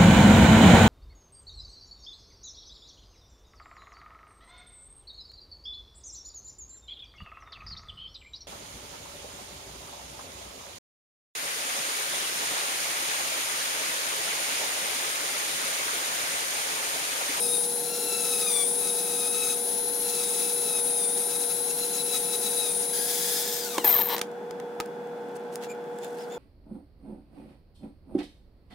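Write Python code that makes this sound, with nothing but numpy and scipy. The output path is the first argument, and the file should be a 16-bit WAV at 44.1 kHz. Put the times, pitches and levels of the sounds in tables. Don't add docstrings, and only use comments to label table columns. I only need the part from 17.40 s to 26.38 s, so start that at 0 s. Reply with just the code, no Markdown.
import sys
import numpy as np
from scipy import signal
from scipy.fft import rfft, irfft
from scipy.io import wavfile

SR = 44100
rng = np.random.default_rng(int(sys.argv[2]) if len(sys.argv) > 2 else 0)


def transcribe(u):
    v = np.clip(np.atleast_2d(u).T, -1, 1)
    q = np.round(v * 32767).astype(np.int16)
    wavfile.write(sys.argv[1], SR, q)


N = 396018
TIME = np.arange(N) / SR

# frequency_hz, relative_db
MACHINE_SPECTRUM = [(90, -37), (145, -6.5), (195, 0.5), (310, -3), (420, 3), (600, -4.5), (850, -1.5),
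                    (1200, -16), (1500, -7), (1900, -19), (4500, -30.5), (16000, -41)]
SKIN_SPECTRUM = [(1000, -5), (9000, 0), (16000, -12)]
CONTACT_SPECTRUM = [(200, -15), (1800, 8), (6500, 2), (16000, -7.5)]
BENCH_SPECTRUM = [(90, -70), (310, 1.5), (680, -2), (880, 6), (1100, 4), (1400, -12), (2200, -4),
                  (2900, -12.5), (4000, -10), (7000, -21)]
STEEL_SPECTRUM = [(11000, -22), (12600, -7), (13200, 7), (13500, 8), (14100, -2), (16000, -15)]
HISS_SPECTRUM = [(500, -28.5), (1100, -15), (2100, -6.5), (2950, -9.5), (3550, -.6), (4500, -2.8),
                 (6200, -.5), (12800, -4.5)]
HOUSING_SPECTRUM = [(7000, -13), (8300, -2.5), (9100, 5), (9750, -0.5), (10350, 3.5), (11000, -0.5),
                    (11900, -10)]
# frequency_hz, correlation
MACHINE_COHERENCE = [(150, .97), (600, 0.65), (2000, 0.15)]
# pitch_hz, rms_db
HUM_PARTIALS = [(480, -38.5), (723, -51.5), (856, -52), (3424, -67.5)]
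# start_s, level_db
NAIL_CLICKS = [(7.4603, -39), (8.157, -27), (8.587, -40), (8.646, -35)]
# middle_s, level_db, length_s
FINGER_BRUSHES = [(7.963, -51, .02), (8.14, -53, .04)]
# middle_s, rub_db, length_s, squeak_db, pitch_hz, pitch_drop_share
FINGER_RUBS = [(8.241, -44.5, 0.05, -60, 3600, .1), (8.31, -54, 0.036, -44, 2450, .05),
               (8.645, -48, 0.05, -52, 3630, .06), (8.815, -51, 0.08, -53.5, 5300, .3),
               (8.937, -50, 0.054, -49, 3540, .04)]
# start_s, tick_db, ring_db
SHOE_IMPACTS = [(7.109, -35, -39), (7.2, -37.5, -42), (7.4012, -23.5, -22), (7.4075, -30, -29)]
# pitch_hz, relative_db
SHOE_MODES = [(447, -4), (877, 0), (1250, -5)]
# start_s, tick_db, thud_db
TOOL_KNOCKS = [(6.3805, -22, -13.5), (6.444, -28, -22), (6.764, -29, -33), (6.78, -26.5, -30),
               (6.791, -29, -29), (6.8135, -21, -38)]
# start_s, length_s, bench_db, steel_db
RATTLE_BOUTS = [(6.338, 0.07, -39, -60), (6.441, 0.061, -32, -19.5), (6.502, 0.12, -31.5, -22.5),
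                (6.622, 0.07, -41, -28.5), (6.692, 0.058, -30.5, -31), (6.75, 0.048, -42, -55)]
# time_s, speed_hz
FREE_SPEED = [(5.53, 1626), (5.95, 1698), (6.19, 1723), (6.3, 1340), (6.4, 1005), (6.55, 578), (6.65, 352),
              (6.8, 31)]
# order, level_at_top_speed_db
FREE_HARMONICS = [(1, -51.5), (2, -52), (3, -44), (6, -55), (9, -50)]
# start_s, release_s, drag_hz, rasp_db, chatter_db
RUBBER_BITES = [(-0.8, 0.186, 178.0, -36.0, -57.0), (0.45, 1.137, 178.0, -33, -43),
                (1.01, 1.236, 365.0, -35, -44.5), (1.38, 1.507, 179.0, -35.0, -49.0),
                (1.49, 1.839, 155.0, -36.0, -49.0), (1.78, 2.142, 111.0, -33, -45),
                (2.62, 2.848, 177.0, -33.0, -50.0), (2.81, 3.124, 76.0, -35.0, -53.0),
                (3.15, 3.399, 177.0, -36.5, -49.0), (3.44, 3.664, 326.0, -40.0, -56.0),
                (3.79, 3.853, 84.0, -40.0, -56.0), (3.88, 3.962, 188.0, -38.0, -52.0),
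                (4.0, 4.042, 144.0, -36.0, -52), (4.09, 4.121, 114.0, -36.0, -51.0),
                (4.38, 4.46, 60, -35, -54), (4.49, 4.62, 110, -34, -52), (4.64, 4.782, 176.0, -33.0, -53.0),
                (4.84, 4.956, 112.0, -35.0, -49.0), (5.0, 5.088, 179.0, -33.0, -51.0),
                (5.1, 5.315, 247.0, -36.0, -52.0)]
# middle_s, level_db, length_s, shaft_order
BIT_SQUEALS = [(0.045, -42, .05, 4), (0.145, -42, 0.05, 3), (1.18, -39, 0.09, 3), (4.31, -42, .035, 5),
               (4.43, -43, .03, 3), (4.55, -43, .04, 5), (4.6, -42, .028, 3), (4.7, -42, .025, 5),
               (4.752, -39, 0.053, 3), (4.936, -38.5, 0.038, 3), (5.07, -41, .045, 3),
               (5.22, -41.5, 0.11, 3)]
CHATTER_HARMONICS = [-4, 0, .5, -2.5, -.5]
# time_s, level_db
WHINE_ENVELOPE = [(0.0, -27), (0.53, -32.5), (1.21, -28), (1.58, -30), (3.31, -30), (3.36, -28.3),
                  (4.01, -30), (5.5, -31), (6.035, -34)]

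FREE_START_S, SHAFT_STOP_S = FREE_SPEED[0][0], FREE_SPEED[-1][0]
RESTING_START_S, GRINDING_END_S = 1.3, 5.6
CURRENT_PULSE_HZ, BAND_EDGE_HZ = 480, 15900


def gain_of(db):
    return 10 ** (np.asarray(db) / 20)


def unit_rms(x):
    return x / np.sqrt(np.mean(abs(x) ** 2) + 1e-20)


def follow(curve):
    return np.interp(TIME, *np.transpose(curve))


def on_bins(spectrum):
    hz, value = np.transpose(spectrum)
    return np.interp(np.log(np.fft.rfftfreq(N, 1 / SR) + 1), np.log(hz), value)


def coloured(x, spectrum):
    cepstrum = irfft(np.log(gain_of(on_bins(spectrum))), N)
    cepstrum[1:N // 2] *= 2
    cepstrum[N // 2 + 1:] = 0
    return irfft(rfft(x) * np.exp(rfft(cepstrum)), N)


def wander(bandwidth_hz):
    hz = np.fft.rfftfreq(N, 1 / SR)
    return unit_rms(irfft(rfft(rng.standard_normal(N)) * np.exp(-(hz / bandwidth_hz) ** 2), N))


def drift(rate_hz):
    knots = np.arange(0, N / SR, 1 / rate_hz)
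    return np.interp(TIME, knots, rng.standard_normal((len(knots), 2)) @ [1, 1j])


def noise_pair(correlation):
    common, separate = rfft(rng.standard_normal((2, N)))
    right = correlation * common + np.sqrt(1 - correlation ** 2) * separate
    return irfft(np.array([common, right]), N)


def panned(x, left_db):
    return x * gain_of([[left_db / 2], [-left_db / 2]])


def swell(middle_s, length_s):
    return np.exp(-np.minimum((2 * (TIME - middle_s) / length_s) ** 2, 50))


def ticks(rows, rise_s):
    ages = ((np.clip((TIME - s) / rise_s, 0, 20), db) for s, db, *_ in rows)
    return sum(gain_of(db) * age * np.exp(1 - age) for age, db in ages)


def phase_of(hz):
    return 2 * np.pi * np.cumsum(hz) / SR


def order_tone(shaft, order, flutter):
    sway = np.array([drift(110) for ear in range(2)])
    modulation = 1 + flutter * (sway + sway[::-1] / 2)
    return unit_rms((modulation * np.exp(1j * order * shaft)).real)


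def workshop_machine(rush_db=-41.5, waver=0.044):
    rush = unit_rms(coloured(noise_pair(on_bins(MACHINE_COHERENCE)), MACHINE_SPECTRUM))
    (main_hz, main_db), *faint = HUM_PARTIALS
    hum = gain_of(main_db) * (1 + waver * wander(14)) * np.sin(2 * np.pi * main_hz * TIME)
    hum += sum(gain_of(db) * np.sin(2 * np.pi * hz * TIME + 2 * wander(17.8)) for hz, db in faint)
    return gain_of(rush_db) * rush + np.sqrt(2) * hum


def reverberation(x, t60_s=0.13):
    t = np.arange(SR // 4) / SR
    tail = rng.standard_normal((2, len(t))) * gain_of(-60 * t / t60_s) * (t > .002)
    return signal.fftconvolve(x, tail / np.linalg.norm(tail[0]), axes=1)[:, :N]


def handling(click_s=.0004, rustle_db=-60, spread_db=4, stray_db=-53):
    stray_times = rng.uniform(SHAFT_STOP_S, N / SR, size=30)
    stray_ticks = zip(stray_times, stray_db + spread_db * rng.standard_normal(30))
    strokes = gain_of(rustle_db) * swell(middle_s=8.72, length_s=.42)
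    strokes += sum(gain_of(db) * swell(s, length) for s, db, length in FINGER_BRUSHES)
    strokes *= gain_of(spread_db * np.tanh(wander(90)))
    clicks = ticks([*NAIL_CLICKS, *stray_ticks], click_s)
    return unit_rms(coloured(noise_pair(0.5), SKIN_SPECTRUM)) * (strokes + clicks)


def rubbing(grain_db=3.0, ring_hz=7250, ring_gain=0.9, buzz_gain=.13):
    rustle = unit_rms(coloured(noise_pair(0.1) * gain_of(grain_db * wander(400)), CONTACT_SPECTRUM))
    waver = 1 + 0.025 * wander(500)
    grip = unit_rms(gain_of(4 * np.tanh(wander(150))))
    out = np.zeros((2, N))
    for middle_s, rub_db, length_s, squeak_db, hz, drop in FINGER_RUBS:
        near = abs(TIME - middle_s) < 2 * length_s
        stroke = swell(middle_s, length_s)[near]
        slip = phase_of(hz * waver[near] * (1 - drop * (1 - stroke)))
        overtones = sum((ring_gain if k == round(ring_hz / hz) else buzz_gain) * np.cos(k * slip)
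                        for k in range(2, int(BAND_EDGE_HZ / hz) + 1))
        squeak = gain_of(squeak_db) * grip[near] * (np.sin(slip) + overtones)
        out[:, near] += stroke * (gain_of(rub_db) * rustle[:, near] + squeak)
    return out


def shoe(tick_s=.0007, t60_s=.035):
    out = unit_rms(coloured(noise_pair(0.5), CONTACT_SPECTRUM)) * ticks(SHOE_IMPACTS, tick_s)
    for start_s, _, ring_db in SHOE_IMPACTS:
        age = np.clip(TIME - start_s, 0, 1)
        modes = sum(gain_of(db) * np.sin(2 * np.pi * hz * age) for hz, db in SHOE_MODES)
        out += gain_of(ring_db - 60 * age / t60_s) * modes
    return out


def tool_knocks(tick_s=0.0015, boom=0.1, boom_s=0.004, contact_s=0.0011):
    blows = np.zeros(N)
    t = np.arange(SR // 20) / SR
    for start_s, _, thud_db in TOOL_KNOCKS:
        start = round(start_s * SR)
        tail = boom * rng.standard_normal(len(t)) * np.exp(-t / boom_s)
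        blows[start:start + len(t)] += gain_of(thud_db) * ((t == 0) + tail)
    contact = np.hanning(round(contact_s * SR))
    thuds = coloured(np.convolve(blows, contact)[:N], BENCH_SPECTRUM)
    unit_peak = abs(coloured(np.pad(contact, (0, N - len(contact))), BENCH_SPECTRUM)).max()
    tick_noise = unit_rms(coloured(noise_pair(0.5), CONTACT_SPECTRUM))
    return tick_noise * ticks(TOOL_KNOCKS, tick_s) + thuds / unit_peak


def bout(start_s, length_s, attack_s=0.002, release_s=0.005):
    attack = np.clip((TIME - start_s) / attack_s, 0, 1)
    return attack * np.exp(-np.maximum(TIME - start_s - length_s, 0) / release_s)


def rattle(shaft, speed, uneven_db=2.0, bounce_db=3.3, scrape_turns=0.12):
    on_bench = np.max([gain_of(db) * bout(s, length) for s, length, db, _ in RATTLE_BOUTS], axis=0)
    on_steel = np.max([gain_of(db) * bout(s, length) for s, length, _, db in RATTLE_BOUTS], axis=0)
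    touching = (TIME > RATTLE_BOUTS[0][0]) & (TIME < SHAFT_STOP_S)
    turn = shaft / (2 * np.pi) % 1
    new_turn = np.diff(turn, prepend=0) < 0
    blows = new_turn * gain_of(uneven_db * np.tanh(wander(400))) / np.sqrt(speed)
    blows = signal.sosfilt(signal.butter(3, 750, "highpass", fs=SR, output="sos"), blows)
    scrapes = noise_pair(0.89) * np.exp(-turn / scrape_turns) * gain_of(bounce_db * np.tanh(wander(350)))
    boom = reverberation(blows[None], t60_s=0.025)[0]
    shaking = unit_rms(boom * touching) + 0.45 * unit_rms(scrapes[0] * touching)
    bench, steel = coloured(shaking, BENCH_SPECTRUM), coloured(scrapes, STEEL_SPECTRUM)
    return bench / bench[touching].std() * on_bench + steel / steel[:, touching].std() * on_steel


def repeating(x, speed, share):
    now = np.arange(N)
    return x + sum(share ** k * np.array([np.interp(now - k * SR / speed, now, ear) for ear in x])
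                   for k in range(1, 4))


def fan_level(slow_db=-36.1, fast_db=-31.4, db_per_decade=33, passing_db=3.7):
    speed = follow(FREE_SPEED)
    free_db = fast_db + db_per_decade * np.log10(speed / speed.max())
    free_db += passing_db * swell(middle_s=5.88, length_s=0.42)
    return gain_of(np.where(TIME < FREE_START_S, slow_db, free_db)) * (TIME < SHAFT_STOP_S)


def hiss(loaded_speed, tearing, grit_db=1.5, flicker_db=1.0):
    speed = np.where(TIME < FREE_START_S, loaded_speed, follow(FREE_SPEED))
    grit = unit_rms(gain_of(grit_db * wander(1500) + flicker_db * wander(25)))
    crumbs = coloured(repeating(noise_pair(0.36) * grit, speed, share=.4), HISS_SPECTRUM)
    air = coloured(repeating(noise_pair(0.36) * grit, speed, share=.13), HISS_SPECTRUM)
    return panned(tearing * unit_rms(crumbs) + fan_level() * unit_rms(air), left_db=3.2)


def free_run(slots_db=-40.5, pulse_cycles=0.13, coasting_share=.45, flare_db=-32.5):
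    speed = follow(FREE_SPEED)
    shaft = phase_of(speed * (1 + .006 * wander(200)))
    tones = sum(gain_of(db) * order_tone(shaft, k, flutter=1.2) for k, db in FREE_HARMONICS)
    bursts = unit_rms(np.exp(-(CURRENT_PULSE_HZ * TIME % 1 - .5) ** 2 / (2 * pulse_cycles ** 2)))
    drive = np.where(TIME < TIME[speed.argmax()], bursts, coasting_share)
    tones += gain_of(slots_db) * drive * order_tone(shaft, 8, flutter=0.66)
    flare = gain_of(flare_db) * swell(middle_s=5.972, length_s=0.05)
    tones += flare * order_tone(shaft + 0.6 * wander(400), 3, flutter=0.9)
    tones *= speed / speed.max() * (TIME > FREE_START_S) * (TIME < SHAFT_STOP_S)
    return panned(tones + rattle(shaft, speed), left_db=5)


def pressure(start_s, release_s, lift_s=0.015):
    rise = np.clip((TIME - start_s) / (release_s - start_s), 0, 1)
    return rise * np.clip((release_s - TIME) / lift_s + .5, 0, 1)


def motor_speed(unloaded_hz=1386.4, start_hz=1296, resting_drag_hz=27, inertia_s=0.141):
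    drag = resting_drag_hz * (TIME > RESTING_START_S) * (TIME < GRINDING_END_S)
    drag = drag + sum(hz * pressure(start, release) for start, release, hz, _, _ in RUBBER_BITES)
    pole = np.exp(-1 / (inertia_s * SR))
    sag, _ = signal.lfilter([1 - pole], [1, -pole], drag, zi=[unloaded_hz - start_hz])
    return unloaded_hz - sag


def abrasion(rasp_power=0.27, chatter_power=0.42, grab_rasp_db=5, grab_chatter_db=-8):
    strength = np.zeros((2, N))
    powers = np.array([[rasp_power], [chatter_power]])
    for start_s, release_s, _, rasp_db, chatter_db in RUBBER_BITES:
        bite = gain_of([[rasp_db], [chatter_db]]) * pressure(start_s, release_s) ** powers
        strength = np.maximum(strength, bite)
    for middle_s, db, length_s, _ in BIT_SQUEALS:
        grab = gain_of([[db + grab_rasp_db], [db + grab_chatter_db]]) * swell(middle_s, length_s)
        strength = np.maximum(strength, grab)
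    return strength


def whine(shaft, load, shake_rad=.33, pulse_cycles=0.072, floor=0.039, echo=0.36, flicker_db=0.9):
    slots = np.exp(1j * (8 * shaft + shake_rad * load * wander(300)))
    lag_cycles = .34 + 0.08 * wander(1.8)
    cycle = CURRENT_PULSE_HZ * TIME + 0.014 * wander(300)
    burst, reflected = (np.exp(-((cycle - lag) % 1 - .5) ** 2 / (2 * pulse_cycles ** 2))
                        for lag in (0, lag_cycles))
    sidebands = .022 * sum(drift(11) * np.exp(2j * np.pi * k * cycle) for k in range(-3, 4))
    ears = []
    for lead_rad in (1.0, 0):
        reflection = echo * reflected * np.exp(1j * (3.8 + wander(1)))
        ears.append((slots * np.exp(1j * lead_rad) * (burst + floor + sidebands + reflection)).real)
    sound = panned(unit_rms(coloured(np.array(ears), HOUSING_SPECTRUM)), left_db=6.6)
    level_db = follow(WHINE_ENVELOPE) + flicker_db * wander(58)
    return sound * gain_of(level_db) * (TIME < WHINE_ENVELOPE[-1][0])


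def grinding(speed, tearing, chattering, load_wobble=.0018, motor_tone_db=-53):
    load = tearing / tearing.max()
    shaft = phase_of(speed * (1 + (0.0005 + load_wobble * load ** 2) * wander(35)))
    skidding = shaft + .08 * wander(250)
    grip = unit_rms(gain_of(3.5 * np.tanh(wander(45))))
    chatter = grip * sum(gain_of(db) * order_tone(skidding, k, flutter=0.55)
                         for k, db in enumerate(CHATTER_HARMONICS, 1))
    orders = {order for *_, order in BIT_SQUEALS}
    tones = {k: order_tone(shaft + .05 * wander(400), k, flutter=k ** 2 / 30) for k in orders}
    squeals = sum(gain_of(db) * swell(s, length) * tones[k] for s, db, length, k in BIT_SQUEALS)
    motor_tone = gain_of(motor_tone_db) * tones[3]
    cutting = panned(chatter * chattering, left_db=4.4) + panned(squeals + motor_tone, left_db=13)
    return whine(shaft, load) + cutting * (TIME < GRINDING_END_S)


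def scene():
    speed = motor_speed()
    tearing, chattering = abrasion()
    at_bench = free_run() + tool_knocks() + shoe() + handling() + rubbing()
    reflections = gain_of(-12) * reverberation(at_bench)
    tool = grinding(speed, tearing, chattering) + hiss(speed, tearing)
    return tool + at_bench + reflections + workshop_machine()


def record(dry):
    dry = signal.sosfilt(signal.butter(2, 48, "highpass", fs=SR, output="sos"), dry)
    lowpass = signal.firwin(511, BAND_EDGE_HZ, window=("kaiser", 9), fs=SR)
    return signal.oaconvolve(dry, lowpass[None], "same")


dry = scene()
out = record(dry)
transcribe(out)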